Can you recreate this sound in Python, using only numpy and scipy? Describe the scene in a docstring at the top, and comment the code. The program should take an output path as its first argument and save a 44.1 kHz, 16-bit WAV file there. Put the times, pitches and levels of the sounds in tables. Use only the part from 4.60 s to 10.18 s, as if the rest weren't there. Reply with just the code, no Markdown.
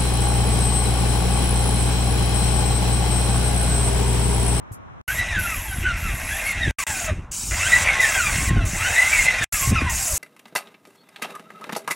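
"""A paint sprayer's pump whines up and down: sines at its gear-mesh orders ring through the modes of the housing,
with a clatter of filtered noise. The spray gun hisses in strokes on brick, as coloured noise with a narrow jet band.
A thin sine tone rings on; gusty wind adds low noise and decaying puffs; far traffic is a soft wash of noise.
The sound drops out briefly four times; only the quiet first moment is wide, the rest is mono."""
import sys
import numpy as np
from scipy import signal
from scipy.io import wavfile
from scipy.ndimage import uniform_filter1d, map_coordinates

SR = 44100
rng = np.random.default_rng(int(sys.argv[2]) if len(sys.argv) > 2 else 0)


def to_wav(s):
    """Save 16-bit WAV."""
    ch = np.atleast_2d(s).T  # columns
    pcm = np.round(np.clip(ch, -1, 1) * 32767)  # PCM
    wavfile.write(sys.argv[1], SR, pcm.astype(np.int16))


N = 246078

# Street spectrum: frequency_hz, relative_density_db
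STREET_SPECTRUM = [(15, -40), (25, -28.5), (76, -3), (141, -7.5), (249, -10), (451, -17), (1130, -13.5),
                   (1900, -25.5), (3920, -41.5), (4740, -56), (5430, -44.5), (16000, -67)]
# Street level: time_s, level_db
STREET_LEVEL = [(0, -41.5), (.41, -41.5), (.48, -43.5), (5.58, -35)]
# Left-right likeness of the street: frequency_hz, correlation (-1 to 1)
STREET_LIKENESS = [(60, -0.0041), (240, -0.97), (950, -0.58), (3770, -0.4), (15000, -1)]

# Wind gusts: time_s, buffeting_db
GUSTS = [(0.482, -40), (.59, -23), (.65, -35), (.8, -25.5), (.89, -31), (1.05, -34), (1.26, -23.5),
         (1.34, -32.5), (1.401, -27.5), (1.6, -33.5), (1.77, -42.5), (2.0, -33.5), (2.079, -15.5),
         (2.115, -29), (2.2, -42), (2.3, -32.5), (2.4, -55), (2.52, -21), (2.68, -37.5), (2.81, -48),
         (2.87, -24), (3.08, -35), (3.18, -29.5), (3.58, -41), (3.73, -24), (3.96, -16), (4.39, -42.5),
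         (4.669, -33), (4.761, -48), (4.839, -23.5), (4.99, -35), (5.118, -12), (5.2, -23.5), (5.28, -25),
         (5.47, -41), (5.54, -27), (5.58, -59)]
# Buffeting spectrum: frequency_hz, relative_density_db
BUFFET_SPECTRUM = [(8.8, -62.5), (15, 1), (60, 8), (187, -14), (223, -24), (362, -18.5), (413, -99),
                   (500, -52), (650, -53), (1100, -120)]
# Single wind puffs: start_s, initial_level_db, pitch_hz
PUFFS = [(0.112, -23.5, 104), (2.101, -16, 58), (2.52, -29, 62.5), (3.784, -14.5, 134), (3.908, -9, 159),
         (3.93, -9, 105), (3.963, -25, 99), (4.022, -12, 97), (4.133, -17.5, 172.3), (5.075, -11.5, 107),
         (5.113, -30, 101), (5.13, -16, 120), (5.171, -18, 80.5), (5.219, -10.5, 258), (5.265, -14, 90),
         (5.523, -18, 58.6)]
RASP_DB, RASP_GROWTH = -18, 1  # rasp over buffeting in a gust of -17.5 dB; dB gained per dB of gust
RASP_FLOOR_DB = -51  # steady part of the rasp
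# The deepest buffeting grows less than the rest: gain in a gust of -26.5 dB; dB gained per dB of gust
DEEP_HZ, DEEP_DB, DEEP_GROWTH = 55, 0, -0.42

# Swells of the thin tone, mostly as the gear mesh passes its pitch: peak_s, level_db
THIN_SWELLS = [(.66, -56), (.99, -47.5), (1.57, -44), (2.19, -41), (3.2, -38), (3.35, -34), (3.74, -35.5),
               (3.87, -35), (4.75, -41), (5.03, -32), (5.22, -34.5)]
THIN_HZ, THIN_RISE_S, THIN_T60_S = 1074.7, 0.017, 0.77

# Stretches of spray, one row each, a stroke being divided where a dropout interrupts it:
# start_s, end_s, splash_db, splash_swell_db (over the stretch), extra_top_db,
# jet_db, jet_swell_db (over the stretch)
SPRAY_STRETCHES = [(0.117, 0.143, -52.5, -4, 4, -52, -3), (0.477, 0.595, -36, 3, -4, -37.5, -2),
                   (0.787, 1.23, -40, -5, -3, -36.5, -7), (1.365, 1.919, -39.5, 8.5, -2, -39.5, 10),
                   (2.185, 2.467, -29.5, -2, 2.5, -48, -2), (2.713, 3.235, -26.5, 3.5, -2, -62, 0),
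                   (3.402, 3.889, -26.5, -1.5, 1, -48, -17), (4.05, 4.659, -28, 7, 1, -47, 7),
                   (4.817, 4.844, -30.5, 14, 0, -53, 8), (4.922, 5.105, -24.5, 0.5, 0, -34, -11),
                   (5.294, 5.575, -25, 2.5, 1.5, -37, 9)]
# Splash spectrum: frequency_hz, relative_density_db
SPLASH_SPECTRUM = [(240, -75), (400, -63), (467, -41.5), (554, -21), (627, -20), (678, -47), (779, -19),
                   (2070, -24), (2730, -14.5), (3290, -24.5), (7380, -4), (14800, -27), (16300, -12.5)]
TOP_HZ = 10000  # the top band of the splash starts here
JET_HZ, JET_WIDTH_HZ = 11210, 1450
BURST_DB, BURST_S = 5.5, 0.0023  # each stretch starts with a spit: extra level and its decay time
OPEN_S, SHUT_T60_S = 0.0041, 0.055

# Stretches of the motor running, one list each, some divided at a dropout:
# time_s, gear_mesh_hz, clatter_db
MOTOR_STRETCHES = [
    [(.479, 1410, -32), (.58, 1941, -30), (.63, 1995, -29.5), (.71, 1915, -29.5), (.78, 1537, -32),
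     (.93, 1271, -31.5), (.99, 987, -34), (1.1, 787, -39.5), (1.19, 710, -38), (1.235, 1420, -32),
     (1.27, 1507, -34), (1.34, 1348, -33), (1.45, 1361, -32), (1.56, 1057, -34), (1.65, 1070, -32),
     (1.71, 1615, -30.5), (1.885, 2211, -29.5), (2.05, 1806, -31), (2.112, 1560, -30.5)],
    [(2.186, 1195, -30), (2.238, 980, -33.5), (2.267, 900, -27), (2.33, 797.5, -34), (2.49, 628, -30.5),
     (2.54, 553, -44), (2.6, 480, -50)],
    [(2.91, 437, -30), (3.0, 1114, -27.5), (3.12, 1926, -23), (3.19, 2016, -21.5), (3.27, 2340, -22.5),
     (3.35, 2103, -22.5), (3.41, 1972, -25.5), (3.46, 1769, -23), (3.575, 1552, -25), (3.65, 1229, -27.5),
     (3.75, 1054, -26.5), (3.855, 1131, -29.5), (3.93, 801.6, -35), (4.0, 700, -37.5), (4.13, 533.8, -34.5),
     (4.205, 1257, -26), (4.39, 1983, -24), (4.47, 2080, -24.5), (4.535, 2322, -21), (4.6, 2125, -23),
     (4.77, 1946, -23.5), (4.848, 1680, -24.5)],
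    [(4.924, 1370, -38.5), (5.03, 1054, -29.5), (5.1, 1150, -33), (5.15, 1400, -29), (5.19, 1230, -29),
     (5.25, 1025, -30.5), (5.4, 800, -35), (5.58, 501, -44)],
]
# Modes of the housing: frequency_hz, width_hz, gain_db
HOUSING_MODES = [(610, 300, 4), (1585, 150, 12), (2035, 350, 15), (2030, 19, -25.5), (2440, 42, 18.5),
                 (2645, 185, 18), (3233, 80, 13.5), (3350, 48, -1.5), (3670, 135, 13.5)]
# Clatter spectrum ahead of the housing: frequency_hz, relative_density_db
CLATTER_SPECTRUM = [(210, -40), (350, -21.5), (730, -3), (857, -5.5), (1070, -7), (1650, -5.5), (2030, -2),
                    (4520, -19), (5750, -9), (9140, -12.5), (16000, -36.5)]
# The piston pushes against the pressure and the loaded gears sing out:
# centre_s, whine_rise_db, half_length_s, extra_upper_orders_db
PUSHES = [(0.503, 15, 0.025, -2), (0.597, 17.5, .024, 4), (0.766, 21, 0.033, -6), (0.853, 11, .03, -3),
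          (0.941, 7.5, 0.021, 4), (1.105, 8, 0.0345, 13.5), (1.169, 2, 0.028, 0), (1.279, 24, 0.037, -5.5),
          (1.485, 8.5, 0.022, 7.5), (1.735, 20, 0.024, 2), (1.888, 20.5, 0.023, -6), (2.045, 20.5, .03, -2),
          (2.206, 13, 0.027, 7.5), (2.329, 10.5, .04, 3), (2.414, -1, 0.026, 2.5), (2.495, 9, 0.017, 5),
          (2.978, 12, 0.044, -9), (3.048, 7, 0.027, 11), (3.146, 16, 0.031, -4), (3.28, 19.5, .035, -7),
          (3.426, 21.5, 0.029, -6), (3.606, 13.5, 0.036, 3.5), (3.683, 7.5, 0.0304, 8.5),
          (3.782, 1, .03, 11), (3.879, 4.5, 0.026, 13), (4.001, 8.5, 0.063, 8), (4.241, 16, 0.054, 0.5),
          (4.41, 20.5, 0.02917, -9), (4.469, 18.5, .012, -8), (4.543, 19, .022, -14), (4.604, 9, 0.014, -1),
          (4.699, 19.5, .022, -12), (4.769, 8, 0.021, -12), (4.832, 21.5, .013, -2),
          (4.95, 18.5, 0.028, -4.5), (5.065, 1, 0.0375, 4), (5.164, 17, 0.013, -6), (5.2, 4.5, 0.019, 8),
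          (5.288, 9, 0.0297, 1), (5.514, 15, 0.032, -0.5)]
# Second to sixth mesh orders: level_db over the second
UPPER_ORDERS_DB = [0, -13, -9, -14, -16]
# Whine ahead of the housing, over the clatter level, between pushes at 1700 Hz; its change with speed
WHINE_DB, WHINE_DB_PER_OCTAVE = -25, -3
# Second order over the first at 1700 Hz, between pushes; its change with speed
SECOND_DB, SECOND_DB_PER_OCTAVE = -9.5, -2
# The whine weakens while the speed shoots up: change at this rate of rise
SPURT_DB, SPURT_OCTAVES_PER_S = -5.5, 7.9

# Dropouts: start_s, end_s, first_drop_db
GAPS = [(0.414, 0.477, -25), (2.11, 2.185, -19.5), (2.239, 2.267, -29), (4.844, 4.924, -23)]
WIDE_UNTIL_S, EDGE_HZ = .44, 15850  # end of the wide sound; upper band limit


def gain_of(db):
    """Decibel law: amplitude ratio of a level."""
    return 10 ** (np.asarray(db) / 20)


def evened(x):
    """Power normalisation: scales to rms 1."""
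    return x / np.sqrt(np.mean(x ** 2) + 1e-20)


def read(points, hz):
    """Logarithmic frequency scale: interpolates a curve on it."""
    f, value = np.transpose(points)
    return np.interp(np.log(hz + 1), np.log(f + 1), value)


def along(rows):
    """Linear interpolation in time: columns of a curve table at every sample."""
    s, *columns = np.transpose(rows)
    return [np.interp(np.arange(N) / SR, s, c) for c in columns]


def held(start, end, rise, t60):
    """Exponential decay: a gain that opens at start, holds, and dies away after end."""
    t = np.arange(N) / SR
    opening = np.clip((t - start) / rise, 0, 1)
    return opening * gain_of(-60 * np.maximum(t - end, 0) / t60)


def drift(hz):
    """Low-pass filtered noise: chance fluctuation up to hz, rms 1."""
    lowpass = signal.butter(2, hz, fs=SR, output="sos")
    return evened(signal.sosfilt(lowpass, rng.standard_normal(N)))


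def resonate(x, hz, width):
    """Heterodyning: shifts hz down to zero, smooths and shifts back, a resonance of gain 1."""
    turn = np.exp(2j * np.pi * np.cumsum(hz * np.ones(len(x))) / SR)
    r = np.exp(-np.pi * width / SR)
    smoothed = signal.lfilter([1 - r], [1, -r], x / turn + 1e-18)
    return 2 * (turn * smoothed).real


def noise(spectrum, patchy_db, size=512, same=None):
    """Short-time Fourier synthesis: random spectra with drifting patches; a likeness table gives a pair."""
    hz = np.fft.rfftfreq(size, 1 / SR)
    a, b, c, d, patches = rng.standard_normal((4 * N // size + 5, len(hz), 5)).T
    patches = uniform_filter1d(patches, size=6, axis=0)
    patches = evened(uniform_filter1d(patches, size=12, axis=1))
    z = a + 1j * b
    if same:
        alike = np.clip(read(same, hz), -1, 1)[:, None]
        other = alike * z + np.sqrt(1 - alike ** 2) * (c + 1j * d)
        z = np.array([z, other])
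    z = z * gain_of(read(spectrum, hz)[:, None] + patchy_db * patches)
    return evened(signal.istft(z, nperseg=size, noverlap=3 * size // 4)[1][..., :N])


def street():
    """Diffuse field: a wash of far traffic, partly unlike at left and right."""
    level_db, = along(STREET_LEVEL)
    return gain_of(level_db) * noise(STREET_SPECTRUM, 0.17, size=1024, same=STREET_LIKENESS)


def wind():
    """Turbulent pressure on the microphone: lumpy buffeting, a rasp on the gust tops, and single puffs."""
    buffet_db, = along(GUSTS)
    rasp_db = buffet_db + RASP_DB + RASP_GROWTH * (buffet_db + 17.5)
    rasp_gain = gain_of(rasp_db) + gain_of(RASP_FLOOR_DB)
    lumps = gain_of(3.2 * drift(25))
    rasp = resonate(resonate(rng.standard_normal(N), 209, 170), 209, 170)
    rasp = evened(rasp) * gain_of(1.4 * drift(30))

    buffet = noise(BUFFET_SPECTRUM, 1.0, size=1024)
    deep = signal.sosfiltfilt(signal.butter(2, DEEP_HZ, fs=SR, output="sos"), buffet)
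    deep_gain = gain_of(DEEP_DB + DEEP_GROWTH * (buffet_db + 26.5))
    buffet = buffet + (deep_gain - 1) * deep

    blowing = held(GUSTS[0][0], GUSTS[-1][0], 0.0011, .1)
    out = blowing * lumps * (gain_of(buffet_db) * buffet + rasp_gain * rasp)
    t = np.arange(N) / SR
    for start, level_db, hz in PUFFS:
        cycles = np.maximum(t - start, 0) * hz
        out += gain_of(level_db) * np.sin(2 * np.pi * cycles) * np.exp(-cycles / 1.17)
    return out


def walls(x, db, t60):
    """Scattered reflection: one echo of random sign in every 40 samples off the buildings, dying away."""
    at = np.arange(300, SR // 4, 40)
    sign = rng.choice([-1., 1.], len(at))
    taps = np.zeros(SR // 2)
    taps[at + rng.integers(0, 40, len(at))] = sign * gain_of(-60 * at / SR / t60)
    taps = taps / np.linalg.norm(taps)
    return x + gain_of(db) * signal.oaconvolve(x, taps)[:N]


def thin_tone():
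    """Lightly damped resonance: a narrow sine of the frame rings on, wavering in pitch and level."""
    swells = [gain_of(db) * held(s - THIN_RISE_S, s, THIN_RISE_S, THIN_T60_S) for s, db in THIN_SWELLS]
    ring = np.max(swells, axis=0)
    flicker = gain_of(2.5 * drift(12))
    phase = 2 * np.pi * np.cumsum(THIN_HZ + 5.2 * drift(8.9)) / SR
    return np.sqrt(2) * ring * flicker * np.sin(phase)


def spray():
    """Turbulent jet noise: paint bursts on the brick in a wide hiss; the jet sings in one high band."""
    splash = noise(SPLASH_SPECTRUM, 2.16, size=256) * gain_of(.5 * drift(300))
    top = signal.sosfiltfilt(signal.butter(2, TOP_HZ, "high", fs=SR, output="sos"), splash)
    hz = JET_HZ * (1 + .025 * drift(3))
    jet = resonate(resonate(rng.standard_normal(N), hz, JET_WIDTH_HZ), hz, JET_WIDTH_HZ)
    jet = evened(jet) * gain_of(1.9 * drift(23))

    out = np.zeros(N)
    t = np.arange(N) / SR
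    for start, end, splash_db, swell_db, top_db, jet_db, jet_swell_db in SPRAY_STRETCHES:
        sweep = np.clip((t - start) / (end - start), 0, 1) - .5
        burst_db = BURST_DB * np.exp(-np.maximum(t - start, 0) / BURST_S)
        coloured = splash + (gain_of(top_db) - 1) * top
        hiss = gain_of(splash_db + swell_db * sweep + burst_db) * coloured
        singing = gain_of(jet_db + jet_swell_db * sweep) * jet
        out += held(start, end, OPEN_S, SHUT_T60_S) * (hiss + singing)

    # an echo off the pavement, its path drifting as the gun sweeps, slides the colour about
    late = SR * (.0016 + .0004 * drift(1.2))
    return out + .35 * map_coordinates(out, [np.arange(N) - late], order=3)


def housing(x, direct_db):
    """Modal resonance: the case of the pump rings at its modes over a flat path."""
    modes = sum(gain_of(db) * resonate(x, hz, width) for hz, width, db in HOUSING_MODES)
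    return gain_of(direct_db) * x + modes


def motor():
    """Gear-mesh excitation: harmonic orders swell on each push; clatter brightens with speed."""
    rattle = noise(CLATTER_SPECTRUM, 2.2) * gain_of(1.2 * drift(90))
    rattle = evened(housing(rattle, 4.06))
    treble = signal.sosfilt(signal.butter(4, 4300, "high", fs=SR, output="sos"), rattle)
    wobble = drift(120)
    uneven = gain_of(1.8 * drift(70))  # the whine's level wavers quickly by chance
    grit = rng.standard_normal(N)

    t = np.arange(N) / SR
    _, rise_db, _, extra_upper_db = np.transpose(PUSHES)
    places = [(t - s) / half for s, _, half, _ in PUSHES]
    bumps = np.array([np.exp(-.5 * place ** 2) for place in places])
    load_db = rise_db @ bumps
    upper_db = extra_upper_db @ bumps
    # the load drags the speed from above to below its mean through each push
    sag = 0.02875 * sum(place * bump for place, bump in zip(places, bumps))
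    flicker_db = [3.5 * drift(25) + 3.0 * drift(150) for _ in UPPER_ORDERS_DB]
    patchy = gain_of(3.0 * drift(20))

    whine, clatter = np.zeros(N), np.zeros(N)
    for rows in MOTOR_STRETCHES:
        hz, clatter_db = along(rows)
        octaves = np.log2(hz / 1700)
        climb = uniform_filter1d(np.gradient(octaves) * SR, size=400)  # octaves per second
        spurt = np.clip(climb / SPURT_OCTAVES_PER_S, 0, 2)
        whine_db = clatter_db + WHINE_DB + WHINE_DB_PER_OCTAVE * octaves + SPURT_DB * spurt
        second_db = SECOND_DB + SECOND_DB_PER_OCTAVE * octaves + upper_db

        phase = 2 * np.pi * np.cumsum(hz * (1 + 0.00734 * wobble - sag)) / SR
        fuzz = evened(resonate(resonate(grit, hz, 100), hz, 100))  # worn teeth blur the line
        orders = enumerate(zip(UPPER_ORDERS_DB, flicker_db), 2)
        upper = sum(gain_of(db + flicker) * np.sin(k * phase) for k, (db, flicker) in orders)
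        mesh = np.sin(phase) + gain_of(-4) * fuzz
        mesh = mesh + gain_of(second_db) * upper

        running = held(rows[0][0], rows[-1][0], 0.00049, 0.38)
        whine += running * gain_of(whine_db + load_db) * uneven * patchy * mesh
        brighter = gain_of(0.56 * octaves) - 1
        clatter += running * gain_of(clatter_db + 0.019 * load_db) * (rattle + brighter * treble)
    return housing(whine, 2.94) + clatter


def scene():
    """Superposition: sums the sources, the gun's echoes opposite in sign at left and right."""
    pump = walls(motor(), -9, .14)
    gun = spray()
    echoes = walls(gun, 4.1, 0.056) - gun
    return pump + thin_tone() + gun + np.array([echoes, -echoes]) + wind() + street()


def record(dry):
    """Channel summation and band limiting: mono after the first moment, with dropouts that fade fast."""
    t = np.arange(N) / SR
    out = np.where(t < WIDE_UNTIL_S, dry, dry.mean(0))
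    # the microphone sheds deep bass
    out = signal.sosfilt(signal.butter(2, 32, "high", fs=SR, output="sos"), out)
    for start, end, first_drop_db in GAPS:
        trail = gain_of(first_drop_db - 1000 * (t - start))  # falls on at 1000 dB per second
        out = out * np.where((t > start) & (t < end), trail, 1)
    lowpass = signal.firwin(1023, EDGE_HZ, window=("kaiser", 9), fs=SR)
    return signal.oaconvolve(out, lowpass[None], "same")


dry = scene()
out = record(dry)
to_wav(out)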